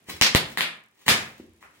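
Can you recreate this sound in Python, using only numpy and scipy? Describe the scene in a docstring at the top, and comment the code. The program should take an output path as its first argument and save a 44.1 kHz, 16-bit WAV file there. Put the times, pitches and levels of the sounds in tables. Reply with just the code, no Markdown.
"""A child turns a cartwheel along a strip of bubble wrap on the wooden floor of a live living room.
Over a quiet background the creased film ticks faintly. Hands, then feet, crinkle it and thud on the
boards; under them a few bubbles burst, each a pressure pulse whose sharp crack reverberates through
the room, the loudest overloading the microphone. Then a bare heel lands beside the strip and excites
the modes of the boards, and one faint pop follows."""
import sys
import numpy as np
from scipy import signal
from scipy.fft import rfft, irfft
from scipy.io import wavfile

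SR = 44100
rng = np.random.default_rng(int(sys.argv[2]) if len(sys.argv) > 2 else 0)


def dump_mix(stems):
    """Bounce the given channels to the path in sys.argv[1] as a 16-bit WAV at rate SR."""
    frames = np.atleast_2d(stems).T  # one column per channel
    limited = np.clip(frames, -1, 1)  # hard clip at full scale
    pcm = np.round(limited * 32767).astype(np.int16)
    wavfile.write(sys.argv[1], SR, pcm)


N = 79380
TIME = np.arange(N) / SR


def from_db(db):
    """Amplitude ratio of a level in decibels."""
    return 10 ** (np.asarray(db) / 20)


def unit(x):
    """Normalisation to a mean energy of one per channel."""
    return x / np.sqrt(np.mean(np.sum(x ** 2, axis=-1)) + 1e-20)


def at_hz(points, hz):
    """Interpolation on a logarithmic frequency axis."""
    f, value = np.transpose(points)
    return np.interp(np.log(hz), np.log(f), value)


def band(x, low_hz, high_hz, order=2):
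    """Causal band-pass filtering."""
    edges = [low_hz, min(high_hz, SR * .47)]
    return signal.sosfilt(signal.butter(order, edges, "band", fs=SR, output="sos"), x + 1e-18)


def through(x, response):
    """Convolution with a stereo impulse response."""
    return signal.fftconvolve(np.atleast_2d(x), response, axes=-1)[:, :N]


def balance(left_db):
    """Level difference between channels: the left gains what the right loses."""
    return from_db([[left_db], [-left_db]])


def click(s):
    """A unit impulse at time s."""
    return (np.arange(N) == int(s * SR)) * 1.0


def ring(s, hz, t60):
    """Free vibration of a damped oscillator, starting downwards at time s."""
    age = np.maximum(TIME - s, 0)
    return -np.sin(2 * np.pi * hz * age) * from_db(-60 * age / t60)


def noise_bands():
    """A diffuse field in half-octave bands (Hz, noise): long waves reach both sides alike."""
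    # coherence of the field: (frequency [Hz], left-right correlation [1])
    coherence = [(60, 1), (170, .88), (300, 1), (500, 0.51), (1000, 0.079), (2000, -0.035), (15000, -0.32)]
    edges = 30 * 2 ** np.arange(0, 9.6, .5)
    white = rng.standard_normal((2, 2, N))
    for k, (low, high) in enumerate(zip(edges, edges[1:])):
        mid, side = band(white[k % 2], low, high)
        hz = np.sqrt(low * high)
        alike = at_hz(coherence, hz)
        yield hz, np.sqrt(1 + alike) * mid + np.sqrt(1 - alike) * side * np.array([[1], [-1]])


def background():
    """Diffuse ambient noise of the room, whose level sinks and returns."""
    # noise spectrum: (frequency [Hz], relative spectral density [dB])
    spectrum = [(30, -4.5), (70, 4), (250, 3), (600, -3.5), (1300, -8.5), (2400, -4.5), (4500, -14),
                (10000, -16), (16000, -29)]
    # noise envelope: (time [s], level [dB])
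    envelope = [(0, -62.5), (.75, -71), (1.0, -72), (1.45, -67), (1.8, -62)]
    noise = unit(sum(x * from_db(at_hz(spectrum, hz)) for hz, x in noise_bands()))
    return from_db(np.interp(TIME, *np.transpose(envelope))) * np.sqrt(N) * noise


def room_responses(count):
    """Reverberation for each of count spots on the floor: it builds up, then dies fastest in the treble."""
    # reverberation time: (frequency [Hz], t60 [s])
    decay = [(60, 0.74), (200, 0.48), (500, .44), (1200, 0.44), (2500, 0.37), (5000, 0.28), (9000, 0.3),
             (15000, 0.14)]
    # reverberant spectrum: (frequency [Hz], relative level [dB])
    colour = [(60, -16.5), (160, -2), (400, -2), (900, -1), (2000, 2.5), (4000, 7), (6500, 5.5),
              (9000, 1.5), (13000, 4.5), (18000, -7.5)]
    # standing waves: (frequency [Hz], level [dB], t60 [s])
    modes = [(135, -55.5, .45), (166.1, -51, 0.44), (215, -56, 0.67)]
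    gap_s, build_s = 0.00067, 0.0083
    age = TIME[:N // 2]
    bands = [(x, from_db(at_hz(colour, hz) - 60 * age / at_hz(decay, hz))) for hz, x in noise_bands()]
    swell = 1 - np.exp(-np.maximum(age - gap_s, 0) / build_s)
    standing = sum(from_db(db) * ring(0, hz, t60) for hz, db, t60 in modes)[:len(age)]
    starts = np.linspace(0, N - len(age), count).astype(int)
    tails = [sum(x[:, i:i + len(age)] * fade for x, fade in bands) for i in starts]
    return [unit(swell * tail) + swell * standing for tail in tails]


def film_ticks(room):
    """Stress relaxation: the creased film emits faint, separate ticks at random times."""
    ticks_per_s, base_db, spread_db, room_db = 45, -47.5, 2.5, -3
    sizes = from_db(base_db + spread_db * np.minimum(rng.exponential(1, N), 3)) * rng.choice([-1, 1], N)
    ticks = band(sizes * (rng.random(N) < ticks_per_s / SR), low_hz=5000, high_hz=14000, order=1)
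    return ticks + from_db(room_db) * through(ticks, room)


def floor_thuds(room):
    """Impact excitation: hands and feet slap the floor into low, damped swings that set the room booming."""
    # blows: (time [s], level [dB], frequency [Hz], t60 [s], relative slap [dB], room send [dB])
    blows = [(0.087, -51, 170, .03, 28, 3.5), (0.138, -38, 85, 0.14, -30, -14.5),
             (.2132, -10, 130, 0.015, -0.5, -17.5), (.3492, 1, 135, 0.011, 4, -12.5),
             (1.066, -34.5, 230, 0.021, 7.5, 12), (1.111, -24.5, 110, 0.092, -22, 0.5),
             (1.399, -55.5, 78, 0.19, -15.5, 21)]
    slap_hz, slap_t60_s = 329.6, 0.0038
    near, to_room = 0, 0
    for s, db, hz, t60, slap_db, room_db in blows:
        thud = from_db(db) * (ring(s, hz, t60) + from_db(slap_db) * ring(s, slap_hz, slap_t60_s))
        near = near + thud
        to_room = to_room + from_db(room_db) * thud
    return (near + through(to_room, room)) * balance(left_db=0.45)


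def direct_response():
    """Multipath travel: the straight path and first echoes, earlier on the right, plus a brief scatter."""
    # reflections from floor, ceiling and wall: (delay [s], level [dB])
    echoes = [(.0011, -14), (.0076, -10), (0.0113, -19.5)]
    left_lag_s, scatter_s, scatter_db = .00012, 0.0013, 3
    paths = [click(lag) + sum(from_db(db) * click(s + lag) for s, db in echoes) for lag in (left_lag_s, 0)]
    scatter = unit(rng.standard_normal((2, N)) * np.exp(-TIME / scatter_s))
    return np.array(paths) + from_db(scatter_db) * scatter


def film_crinkles(direct, room):
    """Shot noise: dense, tiny ticks of the film swell and fade under each hand or foot."""
    # the film is pressed or peeled: (peak time [s], rise [s], fade [s], level [dB])
    touches = [(0.099, 0.0097, 0.017, -35), (0.169, 0.021, 0.017, -47.5), (0.528, 0.095, 0.01, -48.5),
               (1.02, 0.042, 0.029, -59), (1.065, 0.0027, 0.09, -37), (1.38, 0.0084, 0.025, -58.5),
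               (1.62, .01, .02, -59), (1.765, .04, .06, -65.5)]
    # spectrum of the film: (frequency [Hz], relative spectral density [dB])
    spectrum = [(90, -12), (180, -11), (330, 6), (800, -2.5), (2000, 1), (4000, -3.5), (9000, -9),
                (15000, -8)]
    ticks_per_s, spread_db, direct_db = 4000, 3, -2.5
    swells = [from_db(db) * np.exp(np.minimum((TIME - s) / rise, (s - TIME) / fade))
              for s, rise, fade, db in touches]
    envelope = np.sqrt(sum(swell ** 2 for swell in swells))  # incoherent sounds add in power
    sizes = from_db(spread_db * np.minimum(rng.exponential(1, N), 4)) * rng.choice([-1, 1], N)
    ticks = sizes * (rng.random(N) < ticks_per_s / SR)
    hz = np.maximum(np.fft.rfftfreq(N, 1 / SR), 1)
    crackle = irfft(rfft(ticks) * from_db(at_hz(spectrum, hz)), N)
    film = unit(crackle) * np.sqrt(N) * envelope
    return from_db(direct_db) * through(film, direct) + through(film, room)


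def early_response():
    """Early reflections: a dense, decaying cluster from the nearby walls and furniture."""
    gap_s, fade_s = .008, 0.017
    age = TIME[:N // 10] - gap_s
    return unit(rng.standard_normal((2, len(age))) * (age > 0) * np.exp(-abs(age) / fade_s))


def bubble_pops(direct, rooms):
    """Sudden pressure release: a crack, two modes of the torn bubble, a puff of air and a snap of film."""
    # bursts: (time [s], crack level [dB], crack low edge [Hz], crack high edge [Hz], ring [Hz],
    # relative ring [dB], puff [dB], snap [dB], direct send [dB], early-reflection send [dB])
    bursts = [(0.2129, 9.5, 2042, 6500, 2740, -10.5, 0, 3.5, -3.5, -4.5),
              (0.2218, 11, 2166, 5200, 2170, -14.5, -11.5, -5, -6.5, -3),
              (0.255, -1, 1803, 5920, 2660, -7.5, -25, -20, -8, 11),
              (0.349, 7.5, 1910, 4400, 2130, -19.5, 1.5, 0.5, -1, 2.5),
              (0.5737, 4, 1118, 4250, 1870, 2.5, -5.5, -4, -9.5, -7),
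              (.6080, 5, 1515, 3981, 2380, -12.5, -15.5, -6, -6, -7),
              (1.0811, 12.5, 1400, 4000, 1820, -7.5, 3.5, 8.5, -8.5, -9),
              (1.0881, 11, 1680, 7150, 2385, -2.5, -2, 0, -7.5, -18),
              (1.6270, -18, 997, 2200, 1260, -8.5, -50, -34, -10, -7.5)]
    half_width_hz, overtone_ratio, overtone_db = 212.5, 2.05, -10
    puff_hz, snap_hz, direct_snap_db = (130, 900), (6500, 14750), -4.5
    near, far = 0, 0
    for burst, room in zip(bursts, rooms):
        s, crack_db, low_hz, high_hz, ring_hz, ring_db, puff_db, snap_db, direct_db, early_db = burst
        pulse = click(s)
        first, second = (unit(band(pulse, hz - half_width_hz, hz + half_width_hz, order=1))
                         for hz in (ring_hz, ring_hz * overtone_ratio))
        ringing = from_db(ring_db) * (first + from_db(overtone_db) * second)
        crack = unit(band(pulse, low_hz, 2 * high_hz, order=1)) + ringing
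        crack = from_db(crack_db) * unit(band(crack, puff_hz[0], high_hz, order=5))
        body = crack - from_db(puff_db) * unit(band(pulse, *puff_hz))
        snap = from_db(snap_db) * unit(band(pulse, *snap_hz))
        near = near + from_db(direct_db) * (body + from_db(direct_snap_db) * snap)
        early = from_db(early_db) * through(body + snap, early_response())
        far = far + through(body, room) + through(snap, room[::-1]) + early
    return through(near, direct) * balance(left_db=1.0) + far


def heel_knock(room):
    """Modal vibration: a bare heel strikes the uncovered boards, its soft contact rounding the attack."""
    # heel strike: (time [s], level [dB], room send [dB])
    strikes = [(1.399, -39.5, -2.5)]
    # modes of the boards: (frequency [Hz], relative level [dB], t60 [s])
    modes = [(247, 0, 0.12), (290.3, -5.5, 0.14), (328, 2, 0.15), (359, -4, 0.13), (456, -11.5, 0.12)]
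    contact_s = 0.00061
    sound = 0
    for s, level_db, room_db in strikes:
        contact = 1 - np.exp(-np.maximum(TIME - s, 0) / contact_s)
        knock = contact * sum(from_db(level_db + db) * ring(s, hz, t60) for hz, db, t60 in modes)
        sound = sound + knock + from_db(room_db) * through(knock, room)
    return sound


def scene():
    """Superposition: the pressures of all sources add in one room."""
    direct = direct_response()
    room, *spots = room_responses(count=10)  # one shared response, and one for each of nine bubbles
    cartwheel = bubble_pops(direct, spots) + film_crinkles(direct, room) + floor_thuds(room)
    mix = cartwheel + heel_knock(room) + background() + film_ticks(room)
    return mix * balance(left_db=-0.09)


def record(dry):
    """Band limiting and saturation: deep bass is lost, loud cracks overload the microphone, the top is cut."""
    low_cut_hz, high_cut_hz = 63, 16000
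    pressure = signal.sosfilt(signal.butter(2, low_cut_hz, "high", fs=SR, output="sos"), dry)
    saturated = np.tanh(pressure)
    return signal.sosfilt(signal.ellip(10, .2, 80, high_cut_hz, fs=SR, output="sos"), saturated)


dry = scene()
out = record(dry)
dump_mix(out)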